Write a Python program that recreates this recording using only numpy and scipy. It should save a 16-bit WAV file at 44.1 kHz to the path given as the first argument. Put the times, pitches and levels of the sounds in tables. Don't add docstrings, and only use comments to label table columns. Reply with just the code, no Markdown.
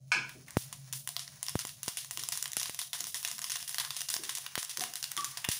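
import sys
import numpy as np
from scipy import signal
from scipy.fft import rfft, irfft
from scipy.io import wavfile
from scipy.ndimage import uniform_filter1d

SR = 44100
rng = np.random.default_rng(int(sys.argv[2]) if len(sys.argv) > 2 else 0)


def to_wav(sig):
    pcm = np.clip(np.atleast_2d(sig), -1, 1) * 32767
    pcm = np.round(pcm).astype(np.int16)
    wavfile.write(sys.argv[1], SR, pcm.T)


def linear_from_db(decibels):
    return 10 ** (np.asarray(decibels, float) / 20)


N = 246519


def rms_one(x):
    return x / np.sqrt(np.mean(x ** 2) + 1e-20)


def colour(x, spectrum, size=4096):
    hz, db = np.transpose(spectrum)
    grid = np.maximum(np.arange(size // 2 + 1) * SR / size, 1)
    curve_db = np.interp(np.log(grid), np.log(hz), db)
    cepstrum = irfft(np.log(linear_from_db(curve_db)))
    cepstrum[1:size // 2] *= 2
    cepstrum[size // 2 + 1:] = 0
    response = irfft(np.exp(rfft(cepstrum)))
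    return signal.fftconvolve(x, response)[:len(x)]


def resonance(x, hz, width_hz):
    r = np.exp(-np.pi * width_hz / SR)
    poles = [1, -2 * r * np.cos(2 * np.pi * hz / SR), r * r]
    return signal.lfilter(np.array([1, 0, -1]) * (1 - r * r) / 2, poles, x)


def dying(t60_s, size):
    return linear_from_db(-60 * np.arange(size) / (t60_s * SR))


def drift(rate_hz):
    r = np.exp(-2 * np.pi * rate_hz / SR)
    wander = signal.lfilter([1], [1, -2 * r, r * r], rng.standard_normal(N + SR))
    return rms_one(wander[SR:])


def band_pass(x, low_hz, high_hz, order=2):
    return signal.sosfilt(signal.butter(order, [low_hz, high_hz], "band", fs=SR, output="sos"), x)


def kitchen(x):
    size = SR // 2
    noise = rng.standard_normal((2, size))
    low = signal.sosfilt(signal.butter(2, 6000, fs=SR, output="sos"), noise[0]) * dying(0.4, size)
    high = signal.sosfilt(signal.butter(2, 6000, "high", fs=SR, output="sos"), noise[1]) * dying(0.25, size)
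    fade_in = np.clip(np.arange(size) / (0.0045 * SR), 0, 1)
    echoes = (low + high) * fade_in
    return signal.fftconvolve(x, echoes / np.sqrt(np.sum(echoes ** 2)))[:N]


# start_s, crack_peak_db, centre_hz, tail_db (before each band takes its share)
TIMED_POPS = [(0.2934, -27.5, 3770, -49.5), (0.482, -35, 2040, -48.5), (0.507, -27, 7270, -57),
              (0.5701, -25, 7400, -42), (0.7276, -19.5, 7930, -51), (0.927, -19, 8040, -38),
              (1.075, -16, 8200, -46.5), (1.1657, -15, 4030, -46), (1.278, -30.5, 5000, -50),
              (1.4292, -15.5, 8600, -45.5), (1.4655, -21, 6270, -52), (1.4944, -17.5, 8900, -48),
              (1.5542, -30, 7040, -44), (1.591, -19.5, 5350, -39.5), (1.6514, -19.5, 6540, -46),
              (1.6708, -23.5, 8900, -44), (1.8316, -18.5, 7250, -41), (1.881, -16, 5800, -40),
              (1.9716, -16.5, 6460, -37.5), (2.11, -18, 7450, -40.5), (2.174, -15.5, 8400, -53),
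              (2.1938, -21, 7000, -39), (2.288, -13.5, 7150, -45.5), (2.3246, -18.5, 5940, -40.5),
              (2.3547, -24.5, 6800, -44.5), (2.4263, -13.5, 7150, -49), (2.457, -18, 3520, -46),
              (2.5185, -22, 7850, -59), (2.5329, -19, 7140, -55), (2.5682, -10.5, 8940, -37.5),
              (2.598, -19.5, 5600, -34.5), (2.631, -13, 6640, -53), (2.6575, -20.5, 4100, -42),
              (2.696, -24, 7400, -46.5), (2.7462, -19.5, 8800, -47.5), (2.7906, -19, 6500, -41),
              (2.9313, -17, 4200, -32.5), (3.0061, -15, 6800, -46), (3.0415, -18.5, 5950, -48.5),
              (3.0692, -22, 8300, -40.5), (3.1444, -19.5, 6140, -35.5), (3.2292, -19.5, 8700, -42),
              (3.249, -14.5, 3470, -37.5), (3.2761, -21, 5700, -42), (3.3143, -19.5, 6660, -42.5),
              (3.3819, -25, 4340, -64), (3.4175, -20.5, 6400, -38.5), (3.4426, -15.5, 5200, -39),
              (3.4981, -19, 6500, -42.5), (3.519, -16, 6560, -37), (3.5603, -23.5, 3940, -42.5),
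              (3.6022, -31.5, 7040, -42), (3.6779, -21.5, 7100, -38), (3.6936, -20, 9400, -45),
              (3.7448, -15, 4870, -39), (3.7835, -15, 4260, -34.5), (3.7996, -14.5, 3970, -30),
              (3.8492, -20.5, 4050, -53), (3.9064, -16.5, 4240, -40), (3.966, -18.5, 7200, -38.5),
              (4.0068, -17, 6270, -45.5), (4.0171, -16, 8000, -59.5), (4.0901, -17.5, 5800, -55.5),
              (4.1017, -17, 7500, -33), (4.1406, -11.5, 6100, -45), (4.1656, -15.5, 5850, -66),
              (4.2357, -22.5, 8100, -41), (4.2932, -18.5, 3820, -37), (4.352, -16.5, 7900, -43.5),
              (4.3724, -19, 6370, -43.5), (4.464, -21, 3670, -55), (4.5545, -13.5, 3800, -58),
              (4.5788, -24, 7500, -36), (4.6292, -17, 6760, -53), (4.6488, -19, 7450, -59.5),
              (4.6948, -23, 8700, -42.5), (4.7726, -15, 5630, -46), (4.7955, -17, 7200, -61),
              (4.808, -19, 3900, -33), (4.838, -13, 6500, -56.5), (4.937, -19.5, 6160, -61),
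              (4.956, -16, 8000, -41.5), (5.028, -17, 6400, -44.5), (5.1172, -16.5, 7560, -65),
              (5.1671, -17, 7800, -54), (5.1757, -20.5, 3260, -36.5), (5.245, -12, 6900, -38),
              (5.3725, -19, 4430, -40), (5.4435, -23.5, 2440, -68), (5.4479, -14.5, 2500, -52.5),
              (5.489, -11.5, 8200, -36), (5.515, -28, 7000, -31.5)]
# pitch_hz, level_db
CRACKLE_COLOUR = [(240, -64), (400, -17.5), (786, -9), (1040, 2), (1300, -4), (1950, 1), (2270, -5),
                  (3540, -3), (4130, -6.5), (5790, -3.5), (8110, -9.5), (9750, -1.5), (13500, -13.5),
                  (14800, -1.5), (15700, -7.5)]
# low_hz, high_hz, t60_s, steam_jet_share (of power)
TAIL_BANDS = [(470, 2470, 0.31, 0.081), (2800, 11200, 0.14, 0.18), (6430, 21400, 0.04, 0.22)]
# pitch_hz, width_hz, level_db
PAN_MODES = [(703, 7.3, 18), (2817, 19, 7)]
JET_S = 0.067


def pops(size=768):
    near = np.zeros(N + size)
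    tail_power = np.zeros((len(TAIL_BANDS), N))
    centres_hz = np.array([np.sqrt(band[0] * band[1]) for band in TAIL_BANDS])
    bursts = [*TIMED_POPS, *small_pops()]
    noises = rng.standard_normal((2 * len(TIMED_POPS), size))
    for (start_s, peak_db, hz, tail_db), noise in zip(bursts, noises):
        burst = 0.4 * noise * dying(49.1 / hz, size)
        burst[0] += np.sign(noise[0])
        ring = resonance(burst, hz, 0.42 * hz * np.sqrt(hz / 6000))
        edge = np.diff(burst, prepend=0)
        crack = colour(ring + 0.32 * burst + 0.09 * edge, CRACKLE_COLOUR, size=1024)
        at = round(start_s * SR)
        near[at:at + size] += crack * linear_from_db(peak_db) / np.abs(crack).max()
        octaves_off = np.log2(centres_hz / hz)
        tint = linear_from_db(5.2 * noise[-len(TAIL_BANDS):])
        tail_power[:, at] += linear_from_db(2 * tail_db) * np.exp(-(octaves_off / 1.184) ** 2) * tint
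    out = near[:N] + linear_from_db(-9.0) * kitchen(near[:N])
    out += sum(linear_from_db(db) * resonance(out, hz, width_hz) for hz, width_hz, db in PAN_MODES)
    return out + tails(tail_power)


def tails(tail_power):
    out = np.zeros(N)
    size = SR // 2
    t = np.arange(size) / SR
    for power, (low_hz, high_hz, t60_s, jet_share) in zip(tail_power, TAIL_BANDS):
        hiss = rms_one(colour(rng.standard_normal(N), CRACKLE_COLOUR))
        jet = jet_share * np.exp(-(t / JET_S) ** 2)
        shape = dying(t60_s / 2, size) + jet
        onset = 1 - dying(0.0015, size)
        swell = np.maximum(signal.fftconvolve(power, shape * onset)[:N], 0)
        flicker = linear_from_db(2.5 + 2.0 * drift(52))
        out += band_pass(hiss, low_hz, high_hz) * np.sqrt(swell) * flicker
    return out


JOLT_SHARE, JOLT_MEAN_WAIT_S, JOLT_TAIL_DB = 0.75, 0.023, -47
SMALL_DB, SMALL_SPREAD_DB, SMALL_HZ, SMALL_OCTAVES, SMALL_TAIL_DB = -24.5, 5.5, 5800, 0.48, -27.5


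def small_pops():
    timed_s, timed_db, _, timed_tail_db = np.array(TIMED_POPS).T
    chance, wait, size, pitch = rng.random((len(TIMED_POPS), 4)).T
    start_s = timed_s + 0.004 - JOLT_MEAN_WAIT_S * np.log(1 - wait)
    peak_db = SMALL_DB + SMALL_SPREAD_DB * (2 * size - 1) + 0.5 * (timed_db - timed_db.mean())
    centre_hz = SMALL_HZ * 2 ** (SMALL_OCTAVES * (2 * pitch - 1))
    rows = np.transpose([start_s, peak_db, centre_hz, peak_db + SMALL_TAIL_DB])
    return rows[(chance < JOLT_SHARE) & (timed_tail_db > JOLT_TAIL_DB) & (start_s < N / SR - 0.01)]


# start_s, push_db (before the bass cut), direction, push_length_ms
DROPS = [(0.5698, -4.5, -1, 0.82), (1.555, -10, -1, 0.97), (1.651, -11.5, 1, 0.092), (1.88, -16.5, 1, 0.33),
         (2.57, -8, 1, 0.088), (2.696, -5, 1, 0.057), (4.164, -12, 1, 0.077), (4.578, -2.5, 1, 0.09),
         (5.488, -17.5, 1, 1.7)]


def thumps():
    out = np.zeros(N)
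    for start_s, push_db, direction, length_ms in DROPS:
        t = np.maximum(np.arange(N) / SR - start_s, 0)
        push = (1 - np.exp(-t / 0.00008)) * np.exp(-t * 1000 / length_ms)
        out += np.sign(direction) * linear_from_db(push_db) * push
    return signal.sosfilt(signal.cheby1(2, 2.5, 88, "high", fs=SR, output="sos"), out)


# start_s, peak_db (before echoes), pitch_hz, width_hz
DULL_KNOCKS = [(0.151, -44, 252, 80), (0.352, -49.5, 262, 155), (2.173, -53, 300, 211),
               (3.002, -55.5, 200, 100), (3.332, -59, 189, 58.5), (4.191, -46.5, 290, 160),
               (4.782, -45.5, 238, 200), (4.808, -41.5, 721, 72.5), (5.172, -48.5, 246, 150),
               (5.172, -34.5, 1151, 56)]
# pitch_hz, width_hz, level_db
UTENSIL_MODES = [(1016, 260, -12.5), (1507, 204, 4), (2395, 430, -2.5), (2950, 620, -19), (4020, 370, -19),
                 (5000, 390, -15), (6400, 200, -15)]
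CLANK_S, CLANK_DB = 0.118, -7.5


def knocks(size=SR // 4):
    out = np.zeros(N + size)
    rattle = rng.standard_normal(size) * dying(0.043, size)
    clank = 0.16 * band_pass(rattle, 600, 7000, order=3)
    for hz, width_hz, level_db in UTENSIL_MODES:
        clank += linear_from_db(level_db) * resonance(resonance(rattle, hz, width_hz), hz, 2 * width_hz)
    at = round(CLANK_S * SR)
    out[at:at + size] += linear_from_db(CLANK_DB) * clank
    noises = rng.standard_normal((len(DULL_KNOCKS), size))
    for (start_s, peak_db, hz, width_hz), noise in zip(DULL_KNOCKS, noises):
        body = resonance(resonance(noise * dying(0.081, size), hz, width_hz), hz, 2 * width_hz)
        at = round(start_s * SR)
        out[at:at + size] += linear_from_db(peak_db) * body / np.abs(body).max()
    return out[:N] + linear_from_db(3.0) * kitchen(out[:N])


# pitch_hz, level_db
FIZZ_COLOUR = [(240, -82), (400, -21.5), (1020, -9), (1300, -9.5), (1750, -8), (2450, -11.5), (3380, -14),
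               (6440, -6), (7990, -15.5), (9610, -6.5), (12900, -23.5), (14800, -16), (15700, 0)]


def fizz(level_db):
    sizes = linear_from_db(5 * np.minimum(rng.exponential(1, N), 5)) * rng.standard_normal(N)
    clicks_per_s = 1500 * linear_from_db(3.0 * drift(15))
    clicks = rms_one(sizes * (rng.random(N) < clicks_per_s / SR))
    return linear_from_db(level_db) * rms_one(colour(0.5 * clicks + kitchen(clicks), FIZZ_COLOUR))


# pitch_hz, level_db
RUMBLE_COLOUR = [(15, -79), (25, -16), (49, -18), (141, 1.5), (161, -6), (325, -24), (442, -35.5),
                 (600, -16), (780, -27), (1320, -120)]
RUMBLE_DB = -66.5
HUM_HZ, HUM_WIDTH_HZ = 134.1, 9.8


def hum(level_db):
    tone = resonance(rng.standard_normal(N), HUM_HZ, HUM_WIDTH_HZ)
    tone = resonance(tone, HUM_HZ, 3.4 * HUM_WIDTH_HZ)
    rumble = rms_one(colour(rng.standard_normal(N), RUMBLE_COLOUR, size=16384))
    rumble_db = RUMBLE_DB + 0.46 * (level_db - level_db.mean()) + 2.0 * drift(4.9)
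    return linear_from_db(level_db) * rms_one(tone) + linear_from_db(rumble_db) * rumble


# time_s, fizz_db, hum_db
BACKGROUND = [(0.0, -58, -56.5), (0.39, -50, -59.5), (0.95, -52.5, -54), (1.1, -56, -60),
              (1.26, -50.5, -61.5), (2.07, -54.5, -65), (2.65, -52.5, -69), (2.82, -56, -74.5),
              (3.44, -61, -74.5), (3.87, -69.5, -65), (4.25, -43.5, -78.5), (4.42, -48.5, -74),
              (4.86, -49, -75), (5.28, -45, -66), (5.59, -48, -75)]


def scene():
    time_s, *columns = np.transpose(BACKGROUND)
    fizz_db, hum_db = (np.interp(np.arange(N) / SR, time_s, column) for column in columns)
    return (pops() + thumps() + knocks() + fizz(fizz_db) + hum(hum_db))[None]


SUPPRESS_LOW_HZ, SUPPRESS_HIGH_HZ = 800, 2640
SUPPRESS_AT_DB, SUPPRESS_CUT_DB, SUPPRESS_S = -65, -10, 0.025


def suppress(x):
    edges_hz = [SUPPRESS_LOW_HZ, SUPPRESS_HIGH_HZ]
    band = signal.sosfiltfilt(signal.butter(2, edges_hz, "band", fs=SR, output="sos"), x)
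    power = uniform_filter1d(band ** 2, int(SUPPRESS_S * SR)) + 1e-14
    gain = np.maximum(power / (power + linear_from_db(2 * SUPPRESS_AT_DB)), linear_from_db(SUPPRESS_CUT_DB))
    return x - (1 - gain) * band


def band_limit(x):
    return signal.sosfilt(signal.butter(12, 16800, fs=SR, output="sos"), x)


def record(dry):
    top_cut = signal.cheby2(12, 36, 15900, fs=SR, output="sos")
    mix = signal.sosfilt(top_cut, suppress(dry))
    return band_limit(mix)


dry = scene()
out = record(dry)
to_wav(out)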